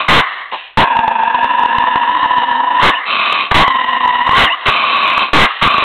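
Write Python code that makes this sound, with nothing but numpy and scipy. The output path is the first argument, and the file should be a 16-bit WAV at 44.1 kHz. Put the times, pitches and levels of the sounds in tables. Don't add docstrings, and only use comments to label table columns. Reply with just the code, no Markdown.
import sys
import numpy as np
from scipy import signal
from scipy.fft import rfft, irfft, next_fast_len
from scipy.io import wavfile
from scipy.ndimage import uniform_filter1d

SR = 44100
rng = np.random.default_rng(int(sys.argv[2]) if len(sys.argv) > 2 else 0)


def store_wav(level_fs):
    pcm = np.round(np.clip(np.atleast_2d(level_fs), -1, 1) * 32767)
    wavfile.write(sys.argv[1], SR, pcm.T.astype(np.int16))


N = 257536
TIME = np.arange(N) / SR


def amp(db):
    return 10 ** (np.asarray(db) / 20)


def unit_rms(x):
    return x / np.sqrt(np.mean(x ** 2) + 1e-20)


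def follow(rows, t):
    knots, *columns = np.transpose(rows)
    return [np.interp(t, knots, column) for column in columns]


def add(mix, t, sound, fade=0.002):
    part = mix[max(round(t[0] * SR), 0):][:len(sound)]
    taper = np.clip(np.minimum(t - t[0], t[-1] - t) / fade, 0, 1)
    part += (sound * taper)[:len(part)]


def wander(t, hz):
    f = np.fft.rfftfreq(N, 1 / SR)
    return unit_rms(irfft(rfft(rng.standard_normal(N)) / (1 + (f / hz) ** 4), N))[:len(t)]


def lowpass(x, hz, taps=511):
    return signal.oaconvolve(x, signal.firwin(taps, hz, window=("kaiser", 8), fs=SR), "same")


def envelope(x, window):
    analytic = signal.hilbert(x, next_fast_len(len(x)))[:len(x)]
    return uniform_filter1d(abs(analytic), window) + 1e-6


def resonate(x, hz, width):
    carrier = np.exp(2j * np.pi * np.cumsum(hz * np.ones(len(x))) / SR)
    pole = np.exp(-np.pi * width / SR)
    return unit_rms((carrier * signal.lfilter([1], [1, -2 * pole, pole * pole], x / carrier)).real)


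def ring(x, modes):
    return sum(amp(db) * resonate(x, hz, width) for hz, width, db in modes)


def sing(t, hz, waver):
    return unit_rms(np.sin(2 * np.pi * np.cumsum(hz * (1 + waver * wander(t, 72.1))) / SR))


def steadied(x, amount, window):
    return unit_rms(x / envelope(x, window) ** amount)


def folds(t, hz, jitter, rough, puff=0.83):
    cycles = np.cumsum(hz * np.exp(jitter * wander(t, 110))) / SR
    pulses = np.diff(np.floor(cycles), prepend=0)
    air = np.exp(-(cycles % 1) / puff) * rng.standard_normal(N)[:len(t)]
    return (1 - rough) * unit_rms(pulses - pulses.mean()) + rough * unit_rms(air)


# frequency in Hz, width in Hz, relative level in dB.
SNARL_BODY_MODES = [(268, 140, -20), (694, 120, -14.5), (1310, 380, -10)]
SNARL_RASP_MODES = [(2312, 450, -18), (2623, 513, 0), (3016, 600, -2.5), (3470, 465, -6.5),
                    (3746, 390, -10)]
# start, attack, length and release in seconds, effort and rasp in dB,
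# first resonance in Hz.
SNARL_BREATHS = [(0.0, 0.00068, 0.092, 0.089, -13, -15.5, 1157), (3.055, .05, 0.48, 0.12, -16, -16, 1171),
                 (4.655, 0.0052, 0.6785, 0.1, -14, -15.5, 1166), (5.615, 0.02, 0.31, .05, -13.5, -16, 1161)]


def snarl(start, attack, length, release, effort_db, rasp_db, first_hz, sag_hz_per_s=80):
    t = np.arange(start, start + length, 1 / SR)
    onset = amp(-8 * np.maximum(1 - (t - start) / attack, 0))
    dying = np.maximum(1 - (t[-1] - t) / release, 0)
    drive = folds(t, hz=191, jitter=0.35, rough=0.71, puff=0.72)
    lips = 1 + 0.014 * wander(t, 12)
    first = resonate(drive, first_hz - sag_hz_per_s * (t - start), 180)
    body = amp(-1.44) * steadied(first, amount=0.25, window=500) + ring(drive, SNARL_BODY_MODES)
    rasp = sum(amp(db) * resonate(drive, hz * lips, width) for hz, width, db in SNARL_RASP_MODES)
    rasp = steadied(rasp, amount=0.9, window=900)
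    voice = amp(effort_db - 19 * dying) * body + amp(rasp_db - 21 * dying) * rasp
    flutter = unit_rms(amp(1.3 * wander(t, 70)))
    return t, onset * voice * flutter


# frequency in Hz, width in Hz, relative level in dB.
BARK_MODES = [(1495, 664, 2), (2043, 335, 0), (2844, 1100, -0.5), (3400, 900, -13.5)]
# start, rise and length in seconds, level and its change over the length in dB,
# first resonance in Hz, brightness in dB.
BARKS = [(0.081, 0.0059, 0.14, 0, -1, 1175, -1.5), (0.521, 0.0026, 0.055, -18, -2.5, 976, -13.5),
         (0.772, 0.0013, 0.088, 0.5, -8, 957, -11.5), (2.802, 0.055, .12, 2, -9, 1180, -3),
         (3.509, 0.0054, 0.031, -6, -5, 1100, -6), (3.541, 0.0048, 0.1104, 1.5, -4.5, 1068, -7),
         (4.338, 0.051, 0.14, -3, -4, 1138, 1.5), (4.657, 0.004, 0.062, -9.5, 1.5, 1152, 4),
         (5.332, 0.001, 0.14, 1.5, -3, 1202, -2.5), (5.61, 0.017, 0.087, -3.5, -9, 1234, -6.5)]


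def bark(start, rise, length, db, change_db, first_hz, bright_db, release=0.03):
    t = np.arange(start, start + length, 1 / SR)
    drive = folds(t, hz=268.7, jitter=0.3, rough=0.732, puff=0.43)
    voice = resonate(drive, first_hz, 340) + amp(bright_db) * ring(drive, BARK_MODES)
    voice = steadied(voice, amount=0.76, window=400)
    shape = np.minimum((t - start) / rise, 1) * np.minimum((t[-1] - t) / min(release, length / 2), 1)
    return t, amp(db + change_db * (t - start) / length) * shape * voice


# frequency in Hz, width in Hz, relative level in dB.
HUFF_MODES = [(288, 160, -34), (830, 190, -8)]
# start and length in seconds, effort and level change over the length in dB,
# first resonance in Hz, levels of the second resonance and the hiss in dB.
HUFF_BREATHS = [(0.216, 0.35, -26, -19.5, 1154, -22.5, -29), (0.514, 0.3, -36.5, -33, 973, -38, -27.5),
                (2.985, 0.088, -26.5, -0.5, 1120, -24.5, -36.5), (4.544, .115, -29, 2, 1062, -30.5, -31.5),
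                (5.457, 0.2, -28, -2.5, 1200, -27.5, -25)]


def huff(start, length, effort_db, change_db, first_hz, second_db, hiss_db):
    t = np.arange(start, start + length, 1 / SR)
    air = rng.standard_normal(N)[:len(t)] * amp(1.1 * wander(t, 120))
    thin_air = signal.sosfilt(signal.butter(1, 800, "high", fs=SR, output="sos"), air)
    body = amp(2) * resonate(thin_air, first_hz, 330) + ring(air, HUFF_MODES)
    second = resonate(thin_air, 1964, 540)
    hiss = resonate(thin_air, 2690, 1300) + amp(-18.5) * resonate(thin_air, 3550, 950)
    shape = amp(change_db * ((t - start) / length) ** 2.25)
    return t, shape * (amp(effort_db) * body + amp(second_db) * second + amp(hiss_db) * hiss)


# time in seconds, regularity from 0 to 1.
THROB_REGULARITY = [(0.92, 0), (1.02, 0.81), (1.33, 0.23), (1.45, 0.2), (2.52, 0.21), (2.64, 0.91),
                    (2.8, 0.11)]


def tissue_throb(t, rate_hz=26.3, crest_s=1.005):
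    regular = np.clip(follow(THROB_REGULARITY, t)[0], 0, 1)
    periodic_db = 8.5 * np.cos(2 * np.pi * rate_hz * (t - crest_s))
    random_db = 6.5 * wander(t, 65)
    throb = amp(regular * periodic_db + (1 - regular) * random_db)
    throb /= np.sqrt(uniform_filter1d(throb ** 2, size=3400))
    return 2.11 * np.tanh(throb / 2.23), regular


# frequency in Hz, width in Hz,
# relative level in dB.
GROWL_BODY_MODES = [(590, 120, -27), (740, 110, -16), (1230, 220, -17)]
GROWL_UPPER_MODES = [(2670, 680, -30)]
# time in seconds, first three resonances in Hz.
FORMANT_PATHS = [
    [(0.87, 998.7, 1630, 2580), (0.94, 921, 1672, 2650), (1.2, 897.8, 1642, 2590),
     (1.532, 986.4, 1711, 2746), (1.64, 948.8, 1707, 2740), (2.108, 974.3, 1796, 2845),
     (2.156, 1029, 1823, 2910), (2.564, 947.5, 1760, 2966), (2.82, 997.6, 1800, 2780)],
    [(3.64, 1064, 2005, 3020), (3.688, 1050, 2016, 3100), (3.75, 1043, 1926, 2920),
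     (4.21, 987.3, 1909, 2900), (4.44, 1150, 2000, 2890)],
]
# start, build-up, swell and climax time in seconds,
# effort and brightness in dB, pitch in Hz when the first resonance lies at 1000 Hz.
GROWL_BREATHS = [(0.8, 0.15, 0.1, 2.84, -11.5, -7, 277.2), (3.55, 0.081, 0.15, 4.385, -12.5, -4.5, 243.3)]


def growl(start, build, swell, climax, level_db, bright_db, base_hz, formants, open_s=0.16, tail_s=0.17):
    t = np.arange(start, climax + tail_s, 1 / SR)
    stages = [start, start + build, climax - swell, climax, climax + open_s]
    effort_db = level_db + np.interp(t, stages, [-2, 0, 0, 4.5, -15])
    opened = np.clip((t - climax) / open_s, 0, 1)
    first_hz, second_hz, third_hz = follow(formants, t)
    pitch_hz = base_hz * (first_hz / 1000) ** 1.7
    drive = folds(t, pitch_hz, jitter=0.085, rough=0.48 - 0.05 * opened)
    throb, regular = tissue_throb(t)
    bend = 1 + 0.028 * (throb - 1)
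    first = sing(t, first_hz * bend, waver=0.029) + 0.75 * resonate(drive, first_hz * bend, 170)
    first = steadied(first, amount=0.6, window=300)
    second = 0.5 * sing(t, second_hz * bend, waver=0.019) + 0.88 * resonate(drive, second_hz, 240)
    third = amp(-4.5) * resonate(drive, third_hz, 380)
    fourth = amp(-13) * resonate(drive, third_hz + 724, 290)
    upper = steadied(second + third + fourth + ring(drive, GROWL_UPPER_MODES), amount=0.23, window=700)
    upper *= amp(bright_db - 6.5 * regular + 11 * opened)
    chest = amp(-20.5) * (0.74 * sing(t, pitch_hz, waver=0.07) + 0.67 * resonate(drive, pitch_hz, 130))
    voice = first * throb + (chest + ring(drive, GROWL_BODY_MODES) + upper) * throb ** 0.54
    return t, amp(effort_db) * voice


# time in seconds, peak of the low band in dB.
HARD_THROBS = [(.969, 2), (.992, 2.5), (1.081, 1.5), (1.236, 0.8), (1.347, 0.5), (1.445, 1.5), (1.595, 1.5),
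               (1.635, 1.5), (1.66, 1.7), (1.785, 2.6), (1.841, 0.5), (1.959, 0.9), (2.096, -0.5),
               (2.232, 0), (2.26, -0.5), (2.31, 0), (2.383, 1), (3.326, -3.5), (3.438, -14), (3.517, 6.5),
               (3.68, 4), (4.06, .5), (4.079, 2), (4.294, 3), (4.334, 1.5), (4.686, 5.5), (4.842, -1.5),
               (5.18, 1.7), (5.626, 3), (5.676, 2.5), (5.745, 0.5), (5.783, 2)]


def surge(voice, width_s=0.002, chance_per_s=3, lesser_db=-7.5, loud_db=-15.5):
    low_band = lowpass(voice, 1400)
    size = envelope(low_band, window=40)
    by_chance = (rng.random(N) < chance_per_s / SR) & (size > amp(loud_db))
    swell = np.zeros(N)
    for s, db in HARD_THROBS + [(s, lesser_db) for s in TIME[by_chance]]:
        near = abs(TIME - s) < 5 * width_s
        pulse = np.exp(-((TIME[near] - s) / width_s) ** 2)
        swell[near] = np.maximum(swell[near], pulse * (amp(db) / size[near] - 1))
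    return voice + swell * low_band


# time in seconds, level in dB.
JAW_CLOSINGS = [(2.906, -19), (4.463, -16)]
# delay and length in seconds, first and last frequency in Hz,
# relative level in dB.
WHINE_GLIDES = [(-.02, .04, 3140, 2657, -3.5), (0, 0.058, 784.6, 653, -10), (.008, .036, 1780, 1983, -0.5),
                (0.037, .048, 870, 1180, -2), (0.034, 0.039, 2600, 2930, -1.5)]


def whine(start, length, from_hz, to_hz, db):
    t = np.arange(start, start + length, 1 / SR)
    tone = sing(t, np.linspace(from_hz, to_hz, len(t)), waver=0.035)
    return t, amp(db + wander(t, 200)) * tone


def muzzle(x, bass_hz=190, notch_hz=410, notch_depth=0.21):
    x = signal.sosfilt(signal.butter(4, bass_hz, "high", fs=SR, output="sos"), x)
    notched = signal.lfilter(*signal.iirnotch(notch_hz, Q=2.5, fs=SR), x)
    return x + notch_depth * (notched - x)


# frequency in Hz, time to fall 60 dB in seconds.
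REVERB_TIMES = [(200, 0.1), (1000, 0.3), (4000, 0.1)]


def room(x, wet_db=-13.5, echoes_per_s=2000):
    n = SR // 2
    echoes = rng.standard_normal(n) * (rng.random(n) < echoes_per_s / SR) * (TIME[:n] > 0.004)
    hz, t, spectrum = signal.stft(echoes, SR, nperseg=256)
    decay = amp(-60 * t / follow(REVERB_TIMES, hz)[0][:, None])
    tail = signal.istft(spectrum * decay, SR, nperseg=256)[1]
    return x + amp(wet_db) * signal.fftconvolve(x, tail / np.linalg.norm(tail))[:N]


def room_noise(hiss_db=-52, rumble_db=-67):
    hiss = resonate(rng.standard_normal(N), 1600, 2000)
    return amp(hiss_db) * hiss + amp(rumble_db) * wander(TIME, 100)


def scene():
    dog = np.zeros(N)
    for row, formants in zip(GROWL_BREATHS, FORMANT_PATHS):
        add(dog, *growl(*row, formants))
    for row in SNARL_BREATHS:
        add(dog, *snarl(*row))
    for row in HUFF_BREATHS:
        add(dog, *huff(*row))
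    for row in BARKS:
        add(dog, *bark(*row), fade=0.00033)
    for s, level_db in JAW_CLOSINGS:
        for delay, length, from_hz, to_hz, db in WHINE_GLIDES:
            add(dog, *whine(s + delay, length, from_hz, to_hz, level_db + db), fade=0.0029)
    return (surge(room(muzzle(dog))) + room_noise())[None]


def record(dry, rail=0.72, flip_level=1.2, recovery_s=0.000077, band_hz=4130, edge_hz=16000):
    x = dry[0]
    overload = (1 + np.tanh((x - flip_level) / 0.1)) / 2
    hold = np.exp(-1 / (recovery_s * SR))
    flipped = np.tanh(1.35 * signal.lfilter([1 - hold], [1, -hold], overload))
    saturated = x / (1 + (x / rail) ** 4) ** (1 / 4)
    narrow = lowpass(saturated * (1 - flipped) - rail * flipped, band_hz, taps=171)
    return lowpass(np.clip(narrow, -0.68, 0.68), edge_hz)[None]


dry = scene()
out = record(dry)
store_wav(out)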